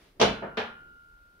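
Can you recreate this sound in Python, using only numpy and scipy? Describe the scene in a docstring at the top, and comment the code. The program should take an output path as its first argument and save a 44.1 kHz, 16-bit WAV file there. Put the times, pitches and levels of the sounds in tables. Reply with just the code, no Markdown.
"""A wooden panel is shoved against a steel rack in a garage: it grazes, slams, bumps softly and knocks again.
Each impact excites dense, short-lived modes, heard as a crack that reverberation prolongs, and rings
the lower modes of the panel and the rack's upright. A loose steel part sings on near 1.4 kHz,
the floor thuds under shifting weight, and clothes and feet swish over faint room noise."""
import sys
import numpy as np
from scipy import signal
from scipy.fft import rfft, irfft, next_fast_len
from scipy.io import wavfile

SR = 44100
rng = np.random.default_rng(int(sys.argv[2]) if len(sys.argv) > 2 else 0)


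def store_pcm(level_fs):
    """Save levels as 16-bit WAV."""
    pcm = np.round(np.clip(level_fs, -1, 1) * 32767).astype(np.int16)
    wavfile.write(sys.argv[1], SR, np.atleast_2d(pcm).T)


N = 61739
T = np.arange(N) / SR

# correlation of the two channels: frequency_hz, correlation
COHERENCE = [(150, .98), (260, 0.9), (500, .55), (1000, 0.2), (4000, 0.12), (9000, -.15)]


def amp(db):
    """Amplitude ratio of a level in decibels."""
    return 10 ** (np.asarray(db) / 20)


def curve_at(points, hz):
    """Interpolation of a table on a logarithmic frequency axis."""
    frequency, value = np.transpose(points)
    return np.interp(np.log(hz + 1), np.log(frequency + 1), value)


def add(mix, start_s, sound):
    """Superposition: a sound joins the mix at start_s."""
    part = mix[:, round(start_s * SR):]
    part += sound[:, :part.shape[1]]


def coloured(x, gain):
    """Minimum-phase filtering: a causal response of unit energy, shaped like gain(hz)."""
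    size = 4096
    log_gain = np.log(gain(abs(np.fft.fftfreq(size, 1 / SR))) + 1e-5)
    response = np.exp(signal.hilbert(log_gain).conj())
    taps = np.fft.ifft(response).real[:size // 2]
    return signal.oaconvolve(x, taps[None] / np.linalg.norm(taps), axes=1)[:, :N]


def diffuse_noise(gain):
    """A diffuse field is coherent only in the bass: stereo noise of rms 1, shaped like gain(hz)."""
    size = next_fast_len(N, True)
    hz = np.fft.rfftfreq(size, 1 / SR)
    mid, side = rfft(rng.standard_normal((2, size)))
    coherence = np.clip(curve_at(COHERENCE, hz), -1, 1)
    mid, side = mid * np.sqrt(1 + coherence), side * np.sqrt(1 - coherence)
    noise = irfft(np.array([mid + side, mid - side]) * gain(hz), size)[:, :N]
    return noise / np.sqrt(np.mean(noise ** 2) + 1e-20)


def ring_modes(modes, strikes, swell_cycles=2.5, waver_depth=0.35, lag_rad=None):
    """Damped modes sum the energy of their strikes; they swell to fill the room and reflections waver them."""
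    waver_hz = 24.18
    out = np.zeros((2, N))
    for hz, level_db, t60_s in modes:
        swell = 1 - np.exp(-T * hz / swell_cycles)
        envelope = (swell * amp(level_db - 60 * T / t60_s))[None]
        energy = np.zeros((1, N))
        for start_s, strike_db, treble_cut_hz in strikes:
            add(energy, start_s, (amp(strike_db) * envelope) ** 2 / (1 + (hz / treble_cut_hz) ** 6))
        coherence = np.clip(curve_at(COHERENCE, hz), -1, 1)
        lag = np.arccos(coherence) * rng.choice([-1, 1]) if lag_rad is None else lag_rad
        drift = rng.standard_normal((2, 128)) + 1j * rng.standard_normal((2, 128))
        drift[1] = coherence * drift[0] + np.sqrt(1 - coherence ** 2) * drift[1]
        waver = np.array([np.interp(T * waver_hz, np.arange(len(d)), d) for d in drift])
        tone = np.exp(2j * np.pi * (hz * T + rng.random()))
        channel_phase = np.exp(1j * np.array([[0], [lag]]))
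        out += np.sqrt(energy) * ((1 + waver_depth * waver) * tone * channel_phase).real
    return out


def room_noise():
    """The noise floor: a steady diffuse field, strongest in the bass."""
    # noise spectrum: frequency_hz, density_db
    spectrum = [(15, -17.5), (25, 0.5), (50, -2), (110, -14.5), (350, -18.5), (800, -24.5), (1500, -27.5),
                (4500, -32), (7500, -40), (9500, -36.5), (15500, -37)]
    return amp(-64.5) * diffuse_noise(lambda hz: amp(curve_at(spectrum, hz)))


def swishes():
    """Friction of clothes and shuffling feet makes soft swells of broadband noise."""
    # body movements: centre_s, width_s, level_db, treble_cut_hz
    movements = [(0.025, 0.069, -59.5, 16200), (0.189, 0.031, -61, 730), (0.805, 0.12, -63.5, 396),
                 (1.39, 0.03, -70.5, 916)]
    # cloth spectrum: frequency_hz, density_db
    spectrum = [(60, -7), (150, -3), (380, -1), (700, -8.5), (1300, -9), (3300, -11), (5500, -16.5),
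                (7500, -25), (10000, -19.5), (15500, -27.5)]
    out = np.zeros((2, N))
    for centre_s, width_s, level_db, treble_cut_hz in movements:
        cloth = diffuse_noise(lambda hz: amp(curve_at(spectrum, hz)) / (1 + (hz / treble_cut_hz) ** 2))
        out += amp(level_db) * cloth * np.exp(-((T - centre_s) / width_s) ** 2 / 2)
    return out


def floor_thuds():
    """Shifting weight excites the low resonances of the floor."""
    # floor modes: pitch_hz, level_db, t60_s
    modes = [(37.8, -4, .5), (50, -0.5, 0.49)]
    # shifts of weight: start_s, level_db, treble_cut_hz
    thuds = [(.232, -35, 100), (.47, -49.5, 100), (1.115, -48, 60.4)]
    return ring_modes(modes, thuds, swell_cycles=1.5, waver_depth=0.28)


def loose_steel():
    """Beating: close, lightly damped modes of a loose steel part ring on after the hard blows."""
    # steel modes: pitch_hz, level_db, t60_s
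    modes = [(1333.5, -12, 2.8), (1411.7, 0, 3.1), (1487, -7, 2.2), (1561, -18, 1.3), (2837, -19, 1.5),
             (2885, -16, 1.5)]
    # jolts to the part: start_s, level_db, treble_cut_hz
    jolts = [(.214, -42, 5000), (0.573, -46, 5000)]
    return ring_modes(modes, jolts, swell_cycles=6, waver_depth=0.08, lag_rad=1.84)


def contact(bass_cut_hz, treble_cut_hz, tick_db, clack_db, crack_db):
    """Modal overlap makes an impact a noisy crack; its reverberation builds, then decays band by band."""
    # impact spectrum: frequency_hz, density_db
    spectrum = [(40, -7.5), (100, -1.5), (200, 2.5), (300, -5), (450, 1.5), (750, -1), (1200, -4.5),
                (2000, -8), (3000, -5.5), (4100, -10), (4800, -13.5), (5700, -12.5), (7500, -26),
                (11000, -29.5), (15500, -38.5)]
    # reverberation time of the garage: frequency_hz, t60_s
    reverberation = [(60, 0.46), (200, 0.57), (600, 0.34), (1500, .42), (3000, 0.35), (6000, 0.26),
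                     (10000, 0.31), (15000, .33)]
    ripple_db, ripple_spacing_hz, ripple_from_hz = 4, 54.9, 1400  # peaks and dips of crowded modes
    clack_hz, clack_octaves = 1540, 0.39  # steel-on-steel contacts are stronger here
    first_share, build_s, crack_s = 0.65, 0.012, 0.01  # reflections pile up while the crack dies
    ripple = rng.standard_normal(4096)

    def colour(hz):
        """Spectral envelope: a harder contact has a higher treble cut; tick_db is the floor above it."""
        peaks = np.interp(hz / ripple_spacing_hz, np.arange(len(ripple)), ripple)
        crowded_db = ripple_db * peaks * hz / (hz + ripple_from_hz)
        clack = np.exp(-(np.log2((hz + 1) / clack_hz) / clack_octaves) ** 2 / 2)
        high_pass = 1 / (1 + (bass_cut_hz / (hz + 1)) ** 4)
        low_pass = 1 / (1 + (hz / treble_cut_hz) ** 6)
        band = np.sqrt(high_pass * (low_pass + amp(tick_db) ** 2))
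        return amp(curve_at(spectrum, hz) + crowded_db + clack_db * clack) * band

    hz, t, bands = signal.stft(diffuse_noise(np.ones_like), SR, nperseg=512)
    decay = amp(-60 * t / curve_at(reverberation, hz)[:, None])
    tail = signal.istft(bands * decay, SR)[1][:, :N]
    build = 1 - (1 - first_share) * np.exp(-T / build_s)
    crack = amp(crack_db) * diffuse_noise(np.ones_like) * np.exp(-T / crack_s)
    return coloured(tail * build + crack, colour)


def panel_blows():
    """Impulse excitation: each blow cracks and rings panel and upright; soft ones spare the high modes."""
    # blows: start_s, level_db, bass_cut_hz, treble_cut_hz, tick_db, clack_db, crack_db,
    # panel_db, upright_db
    blows = [(0.1969, -27, 59, 1210, -46, -4, -4, -29.5, -63),
             (0.2, -25, 201, 7550, -44, -6.5, 0, -44, -36),
             (0.2138, -18.5, 280, 7900, -51, -3, 3.5, -21, -53),
             (.2235, -23, 294, 5340, -35, 2, 2, -42.5, -68),
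             (0.4234, -33, 202, 1580, -47, 3, -6.5, -41, -55),
             (0.5714, -26, 500, 4140, -14.5, 4.5, -19, -39, -31)]
    # modes of the wooden panel: pitch_hz, level_db, t60_s
    panel_modes = [(86.6, -8, 0.31), (106.1, -9.5, .3), (138.6, -9, 0.44), (204.3, 2.5, 0.29),
                   (292.3, -10, .3), (369, -2, 0.18), (440.8, 2, 0.3), (548, -2.5, .25), (618, -0.5, 0.28),
                   (662.2, 2, 0.25), (712, -3.5, 0.29), (870, -6.5, .24), (918, -7, 0.26),
                   (2970, -7.5, .25), (3020, -9.5, 0.36), (4080, -13, 0.37)]
    # modes of the steel upright: pitch_hz, level_db, t60_s
    upright_modes = [(230.6, 5, 0.29), (435.8, 2.5, .22), (535, -8, 0.34), (602, -8, .25),
                     (790.3, -3.5, 0.33), (1148.7, -8, 0.1), (1720, -6.5, 0.39), (3160, -12, 0.39)]
    out = np.zeros((2, N))
    on_panel, on_upright = [], []
    for start_s, level_db, bass_cut_hz, treble_cut_hz, *timbre_db, panel_db, upright_db in blows:
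        add(out, start_s, amp(level_db) * contact(bass_cut_hz, treble_cut_hz, *timbre_db))
        on_panel.append((start_s, panel_db, treble_cut_hz))
        on_upright.append((start_s, upright_db, treble_cut_hz))
    return out + ring_modes(panel_modes, on_panel) + ring_modes(upright_modes, on_upright)


def scene():
    """Superposition of the blows, ringing steel, thuds, swishes and room noise."""
    return panel_blows() + loose_steel() + floor_thuds() + swishes() + room_noise()


def record(dry):
    """Band limiting: a linear-phase low-pass filter removes the highest treble."""
    cutoff_hz = 15740
    taps = signal.firwin(511, cutoff_hz, window=("kaiser", 9), fs=SR)
    return signal.oaconvolve(dry, taps[None], "same")


dry = scene()
out = record(dry)
store_pcm(out)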